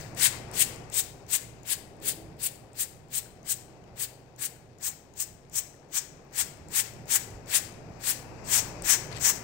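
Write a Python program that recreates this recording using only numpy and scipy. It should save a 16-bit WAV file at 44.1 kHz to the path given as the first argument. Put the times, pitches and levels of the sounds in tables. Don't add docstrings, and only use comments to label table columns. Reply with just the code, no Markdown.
import sys
import numpy as np
from scipy import signal
from scipy.fft import rfft, irfft, next_fast_len
from scipy.io import wavfile
from scipy.ndimage import uniform_filter1d

SR = 44100
rng = np.random.default_rng(int(sys.argv[2]) if len(sys.argv) > 2 else 0)


def to_wav(s):
    ch = np.atleast_2d(s).T
    pcm = np.round(np.clip(ch, -1, 1) * 32767)
    wavfile.write(sys.argv[1], SR, pcm.astype(np.int16))


def gain_from_decibels(decibels):
    exponent = np.asarray(decibels, float) / 20
    return 10 ** exponent


N = 415863
TIME_S = np.arange(N) / SR
M = next_fast_len(N, True)
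HZ = np.maximum(np.arange(M // 2 + 1) * SR / M, 1)

# (time [s], level [dB])
HALL = [(0, -50), (.34, -48), (.78, -49), (.94, -52), (1.4, -55.5), (2.4, -54.5), (2.94, -58), (3.86, -55),
        (4.1, -56.5), (4.81, -59), (5.6, -58), (6.5, -54.5), (7.35, -51.5), (7.7, -52), (8.1, -51),
        (8.64, -47), (8.8, -47), (9.43, -48)]
# (tick time [s], rise [s], hold [s], hiss at full pump [dB], hiss at valve shut [dB])
PULLS = [(0.1482, 0.072, .032, -25, -25), (0.514, 0.085, 0.01, -24.5, -23.5),
         (0.9, 0.071, 0.013, -25.5, -24.5), (1.2657, 0.052, 0.031, -27.5, -27),
         (1.6325, 0.055, 0.031, -31, -29), (2.001, 0.072, .028, -28, -34), (2.368, 0.052, 0.035, -33, -30),
         (2.732, 0.062, .032, -29.5, -34), (3.0843, 0.053, 0.038, -31, -31),
         (3.43, 0.058, 0.025, -29, -28.5), (3.9414, 0.055, 0.033, -31.5, -32),
         (4.362, 0.047, 0.039, -32.5, -32), (4.785, 0.051, 0.034, -30, -28),
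         (5.138, 0.057, 0.017, -29, -27.5), (5.4976, .047, 0.031, -30, -26.5),
         (5.888, 0.046, .034, -31, -26.5), (6.3106, 0.06, 0.031, -30, -27),
         (6.6852, 0.06, 0.041, -27.5, -25), (7.057, 0.049, 0.043, -27.5, -24),
         (7.46, 0.084, 0.017, -22.5, -27), (7.982, 0.086, 0.028, -30, -28.5),
         (8.433, 0.089, 0.052, -24.5, -25.5), (8.822, 0.071, .04, -21.5, -25.5),
         (9.178, 0.061, 0.048, -25, -24)]
# (tick peak [dB], tick ring [Hz], first bite against full pressure [dB])
CATCHES = [(-37, 8170, -17.5), (-33.5, 8420, -18.5), (-33.5, 7800, -15.5), (-47, 6100, -17.5),
           (-39.5, 6930, -18), (-47, 8000, -19.5), (-54.5, 8030, -16), (-44, 8200, -21), (-51.5, 7240, -19),
           (-46, 6310, -19.5), (-66, 8120, -19.5), (-45, 6900, -15.5), (-44, 7000, -18),
           (-43.5, 6750, -18.5), (-44, 7100, -21), (-55, 6600, -23), (-51, 6110, -20.5), (-36, 7500, -22),
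           (-44.5, 7170, -18), (-43.5, 6940, -25), (-72, 7000, -22), (-70, 7000, -23.5), (-27, 8200, -17),
           (-73, 7000, -17)]


def rms_one(x):
    return x / np.sqrt(np.mean(x ** 2) + 1e-20)


def in_time(rows):
    s, *columns = np.transpose(rows)
    return [np.interp(TIME_S, s, column) for column in columns]


def at_hz(points):
    hz, value = np.transpose(points)
    return np.interp(np.log(HZ), np.log(hz), value)


def drift(rate_hz):
    r = np.exp(-40 * np.pi * rate_hz / SR)
    noise = rng.standard_normal(N // 20 + 2002)
    slow = signal.lfilter([1], [1, -2 * r, r * r], noise)[2000:]
    return np.interp(np.arange(N) / 20, np.arange(len(slow)), rms_one(slow))


def stereo_noise(spectrum):
    # (pitch [Hz], likeness [-1 to 1])
    likeness = [(25, 0.2), (60, 0.95), (130, 0.9), (290, 0.73), (640, 0.59), (1200, 0.24), (2500, -0.057),
                (6800, -0.052), (15000, 0.12)]
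    mid, side = rfft(rng.standard_normal((2, M)))
    alike = np.clip(at_hz(likeness), -1, 1)
    shared = np.sqrt(1 + alike) * mid
    apart = np.sqrt(1 - alike) * side * [[1], [-1]]
    pair = gain_from_decibels(at_hz(spectrum)) * (shared + apart)
    return pair / np.std(irfft(pair.mean(axis=0), M))


def zones(pair, centres_hz):
    slices = []
    for row in np.eye(len(centres_hz)):
        share = at_hz(list(zip(centres_hz, row)))
        slices.append(irfft(pair * share, M)[:, :N])
    return slices


def knocks(events, t60, crack_share, low_hz, high_hz, order):
    out = np.zeros(N)
    t = np.arange(round(t60 * SR)) / SR
    for s, db, hz in events:
        ring = np.sin(2 * np.pi * hz * t) * (1 - np.exp(-t * hz))
        crack = crack_share * rng.standard_normal(len(t))
        out[round(s * SR):][:len(t)] += gain_from_decibels(db - 60 * t / t60) * (ring + crack)
    band = signal.butter(order, [low_hz, high_hz], "band", fs=SR, output="sos")
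    return signal.sosfilt(band, [out, np.roll(out, 6)])


def hum():
    # (pitch [Hz], level over the rumble [dB])
    fans = [(28, -11.5), (58, -10.5), (148, -6)]
    # (time [s], pitch [Hz], level over the rumble [dB])
    motors = [
        [(0, 116, -0.5), (3.3, 117, -1), (4, 121, 0), (5, 129, -3.5), (6.5, 141, -4.5), (6.75, 142, -6),
         (6.8, 116, -3), (9.43, 117, -1.5)],
        [(7.1, 97, -28), (7.3, 97, 5.5), (7.7, 96, -13.5), (8.6, 92, -8), (9.43, 92, -12.5)],
    ]
    out = 0
    for hz, db in list(fans) + [in_time(motor) for motor in motors]:
        waver_hz = 0.6 * drift(1.89)
        phase = 2 * np.pi * np.cumsum(hz + waver_hz) / SR
        out_of_step = 0.37 * drift(2.0) * [[1], [-1]]
        out = out + gain_from_decibels(db + 1.4 * drift(3.8)) * np.sin(phase + out_of_step)
    return out


def background():
    # (pitch [Hz], level per Hz [dB])
    rumble = [(15, -12), (40, -14.5), (65, -4.5), (130, -2.5), (170, -3.5), (229, -8.5), (409, -7),
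              (545, -9.5), (783, -10.5), (1230, -30.5), (1500, -25.5), (2200, -36.5), (3300, -83.5)]
    # (pitch [Hz], level per Hz [dB])
    wash_colour = [(530, -48.5), (900, -8.5), (1190, -11.5), (1640, -17), (2600, -14.5), (3230, -33.5),
                   (4980, -22), (5610, -22.5), (7770, -28.5), (10900, -72.5), (16000, -47)]
    hall_db, = in_time(HALL)
    passing_db = 3.5 * np.exp(-((TIME_S - 2.08) / 0.194) ** 2)
    deep, upper = zones(stereo_noise(rumble), [160, 240])
    deep = gain_from_decibels(hall_db + 3.0 + 2.4 * drift(3.4)) * deep + gain_from_decibels(hall_db + 1.3) * hum()
    upper = gain_from_decibels(hall_db + passing_db + 3.5 + 0.5 * drift(9.2)) * upper
    wash = sum(z * gain_from_decibels(1.4 * drift(12.0)) for z in zones(stereo_noise(wash_colour), [1500, 6000]))
    wash_db = -66 + 1.63 * (hall_db + 55.5)
    return deep + upper + gain_from_decibels(wash_db) * wash


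def pressure():
    # (time [s], hiss [dB])
    leftover = [
        (0, -49),
        (.02, -51),
        (.13, -61.5),
    ]
    take_up_s, seep_db = 0.013, -28.5
    bite_s, knee_share, knee_db = 0.012, 0.63, 0.5
    rows = list(leftover)
    for (s, rise, hold, full_db, end_db), (_, _, bite_db) in zip(PULLS, CATCHES):
        start = s + take_up_s
        knee = start + bite_s + knee_share * (rise - bite_s)
        shut = start + rise + hold
        closed = shut + 0.018 + 0.22 * rise
        dry_s = shut + 0.036 + rise
        rows += [
            (start - 0.012, -72),
            (start, full_db + seep_db),
            (start + bite_s, full_db + bite_db),
            (knee, full_db + (1 - knee_share) * bite_db + knee_db),
            (start + rise, full_db),
            (shut, end_db),
            (closed, end_db - 16.5),
            (dry_s, end_db - 29),
            (dry_s + 0.024, -75),
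        ]
    return in_time(rows)[0]


def spray():
    # (pitch [Hz], level per Hz [dB])
    jet = [(500, -39.5), (800, -17), (1300, -17.5), (1700, -10), (2600, -10), (4800, -8.5), (5400, -7.5),
           (6400, -3.5), (7900, 2.5), (8700, 1.5), (9500, -4.5), (11500, -6), (13000, -8.5), (15500, -3.5)]
    # (time [s], nearness [dB], turn away [dB], tip down to the tray [dB])
    aim = [(.25, 7, -2, 2), (.62, 1.5, -1, 2), (.99, -2.5, 2, 1.5), (1.72, 1.5, -4.5, 1.2),
           (2.455, -4, -5.5, 1.4), (3.51, -4.5, 0.5, 0.5), (4.03, -3.5, -3.5, 0.4), (4.45, -3, -2, -0.5),
           (4.87, -4, 4, -1.6), (5.215, -7.5, 6, -1.5), (5.97, 0, 5.5, 0), (6.4, 2.5, -1, -0.5),
           (7.15, 3.5, 0.5, -0.3), (7.56, 4, 0, 0.5), (8.09, 4.5, -3.5, 0.5), (8.55, 4.5, 4, -1),
           (8.92, 5.5, 5.5, -1.5), (9.27, 4, 5, -3)]
    # (time [s], flare [dB])
    flares = [(.588, -2), (.942, 6.5), (1.318, -5), (1.686, -1), (2.064, -1), (2.427, -1), (2.788, 3),
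              (3.144, 1), (3.489, 4.5), (4.003, -4), (4.41, -2), (4.828, 5), (5.201, 8), (5.558, 4),
              (5.944, 0.5), (6.379, 3.5), (8.039, 5)]
    zones_hz = [1000, 1700, 3200, 4700, 5800, 8200, 10000, 14800]
    steepness = [0.82, 0.79, 1.09, 1, 1.106, 1.354, 1.84, 1.29]
    per_nearness = [0.77, 1.11, 0.65, 0.55, 0.57, .01, .02, -0.11]
    per_turn = [0.072, -0.14, -0.16, -0.28, 0.39, -0.12, -1.25, -0.39]
    per_tip = [-0.93, -0.63, 1.4, 0.81, -.8, 0.63, 0.013, -0.34]
    steeper_per_tip = [0.0037, -0.025, 0.022, 0.031, -.02, 0.049, -0.012, .01]
    steeper_per_nearness = [-0.0062, .01, .015, -0.0094, -.005, -0.026, -0.037, -.015]
    pressure_db = pressure()
    near_db, turn_db, tip_db = in_time(aim)
    opens = np.zeros(N)
    for s, db in flares:
        opens[round(s * SR)] = db
    flare_db = signal.lfilter([1], [1, -np.exp(-1 / (0.0041 * SR))], opens)
    sputter_db = 0.28 * drift(250) + 0.23 * drift(50) + flare_db
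    out = 0
    for k, zone in enumerate(zones(stereo_noise(jet), zones_hz)):
        aim_db = per_nearness[k] * near_db + per_turn[k] * turn_db + per_tip[k] * tip_db
        steep = steepness[k] + steeper_per_tip[k] * tip_db + steeper_per_nearness[k] * near_db
        push_db = -24.5 + steep * (pressure_db + 28.5)
        out = out + zone * gain_from_decibels(push_db + aim_db + sputter_db + 1.64 * drift(36.0))
    return out


def trigger_ticks():
    # (time [s], peak [dB], ring [Hz])
    returns = [(0.011, -35, 6160), (.4854, -50, 8350), (.7604, -37, 6900), (1.2264, -56, 7090),
               (1.9669, -53, 8340), (2.5566, -39, 7140), (3.8404, -55, 7150), (4.6934, -65, 5040),
               (4.9144, -36, 8210), (5.7508, -51, 6270), (6.171, -53, 6190), (6.5715, -49, 7500),
               (6.9364, -41, 7100), (7.2514, -46.5, 6130), (7.3048, -41, 7870), (7.7234, -46, 6550),
               (9.0694, -42, 6870)]
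    # (time [s], peak [dB], ring [Hz])
    snaps = [
        (.39, -54, 14500),
        (2.955, -65.5, 14500),
        (6.248, -61, 14500),
        (7.022, -58, 14500),
        (9.07, -47, 15000),
        (9.168, -48, 14000),
        (9.183, -50, 14200),
    ]
    catches = [(pull[0], *catch[:2]) for pull, catch in zip(PULLS, CATCHES)]
    contacts = sorted(catches + returns)
    ticks = knocks(contacts, 0.011, 0.7, 5000, 11000, order=2)
    ticks += gain_from_decibels(-17) * knocks(contacts, 0.006, 3.43, 13000, 17000, order=2)
    return ticks + knocks(snaps, 0.005, 2.5, 12000, 17000, order=2)


def reverb(x):
    # (pitch [Hz], time to fall 60 dB [s])
    echo_times = [(500, .9), (1500, 0.87), (2700, 0.71), (3600, 0.56), (4800, 0.65), (6000, 0.53),
                  (9000, 0.36), (15000, 0.35)]
    hz, t60 = np.transpose(echo_times)
    t = np.arange(2 * SR) / SR
    slices = zones(rfft(rng.standard_normal((2, M))), hz)
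    echoes = sum(part[:, :2 * SR] * gain_from_decibels(-60 * t / d) for part, d in zip(slices, t60))
    echoes = echoes * (1 - np.exp(-t / 0.021))
    return signal.fftconvolve(x, echoes / np.sqrt(SR), axes=1)[:, :N]


def trolley_rings():
    # (time [s], peak [dB], ring [Hz])
    jolts = [
        (1.99, -50.5, 323),
        (2.0, -51.5, 557),
        (2.03, -47.5, 419),
        (2.13, -53, 435),
        (2.13, -54, 552),
        (2.17, -47.5, 324),
    ]
    return knocks(jolts, 0.72, 0.05, 200, 800, order=1)


def drips():
    # (time [s], peak [dB], ring [Hz])
    drops = [
        (3.258, -46, 1540),
        (4.56, -50, 1500),
        (5.742, -50, 1800),
        (5.829, -53, 1700),
    ]
    return knocks(drops, 0.026, 0.05, 900, 3000, order=1)


def rattle():
    # (time [s], peak [dB], ring [Hz])
    bottle_knocks = [(3.8397, -51.5, 3000), (9.118, -37, 2000), (9.126, -33, 4200), (9.129, -36, 4770),
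                     (9.131, -36, 2100), (9.160, -38, 7700), (9.163, -34, 4500), (9.167, -29, 7600),
                     (9.168, -37, 1880), (9.170, -43, 7600), (9.174, -37, 4270), (9.176, -37, 1980),
                     (9.183, -33, 7840)]
    return knocks(bottle_knocks, 0.018, 0.8, 780, 7500, order=2)


def bumps():
    # (time [s], peak [dB], pitch [Hz])
    touches = [
        (7.33, -36.5, 45),
        (7.42, -42, 70),
        (8.8, -32, 40),
    ]
    return knocks(touches, 0.23, 1.7, 15, 130, order=2)


def rustle():
    # (time [s], level [dB])
    slip = [
        (9.09, -70),
        (9.115, -47),
        (9.13, -50),
        (9.15, -47),
        (9.17, -45),
        (9.19, -49),
        (9.22, -72),
    ]
    level_db, = in_time(slip)
    clicks = (rng.random((2, N)) < 2500 / SR) * rng.laplace(size=(2, N))
    band = signal.butter(2, [900, 5500], "band", fs=SR, output="sos")
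    return gain_from_decibels(level_db) * rms_one(signal.sosfilt(band, clicks))


def scene():
    bottle = spray() + trigger_ticks() + drips() + rattle() + rustle()
    return bottle + reverb(bottle) + background() + trolley_rings() + bumps()


def ducked(x):
    power = uniform_filter1d(np.mean(x ** 2, axis=0), size=round(0.04 * SR))
    level_db = 10 * np.log10(np.abs(power) + 1e-12)
    excess_db = np.maximum(level_db - in_time(HALL)[0] - 15.5, 0)
    return x * gain_from_decibels(-0.11 * excess_db)


def top_cut(x):
    return signal.sosfilt(signal.butter(12, 17000, fs=SR, output="sos"), x)


def record(dry):
    # (pitch [Hz], left minus right [dB])
    port_difference = [(30, 0), (100, -2.5), (300, -1), (600, 4), (1000, 6.5), (1600, 12.5), (2600, 17.5),
                       (4200, 20.5), (6000, 43), (8000, 53.5), (9500, 21.5), (11500, 12.5), (13500, -3.5),
                       (15800, -4)]
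    hiss_db = [
        [-79],
        [-83],
    ]
    # (pitch [Hz], level per Hz [dB])
    hiss_colour = [(4200, -9), (7000, 1)]
    left_share = 1 / (1 + gain_from_decibels(-2 * at_hz(port_difference)))
    ports = rfft(ducked(dry), M) * np.sqrt(2 * np.array([left_share, 1 - left_share]))
    gain_db = 1.1 * (in_time(HALL)[0] + 55)
    noise = gain_from_decibels(np.array(hiss_db) + gain_db) * rng.standard_normal((2, N))
    hiss = rfft(noise, M) * gain_from_decibels(at_hz(hiss_colour))
    cut = gain_from_decibels(-np.clip((HZ - 15750) / 6.5, 0, 80))
    mix = irfft((ports + hiss) * cut, M)[:, :N]
    return top_cut(mix)


dry = scene()
out = record(dry)
to_wav(out)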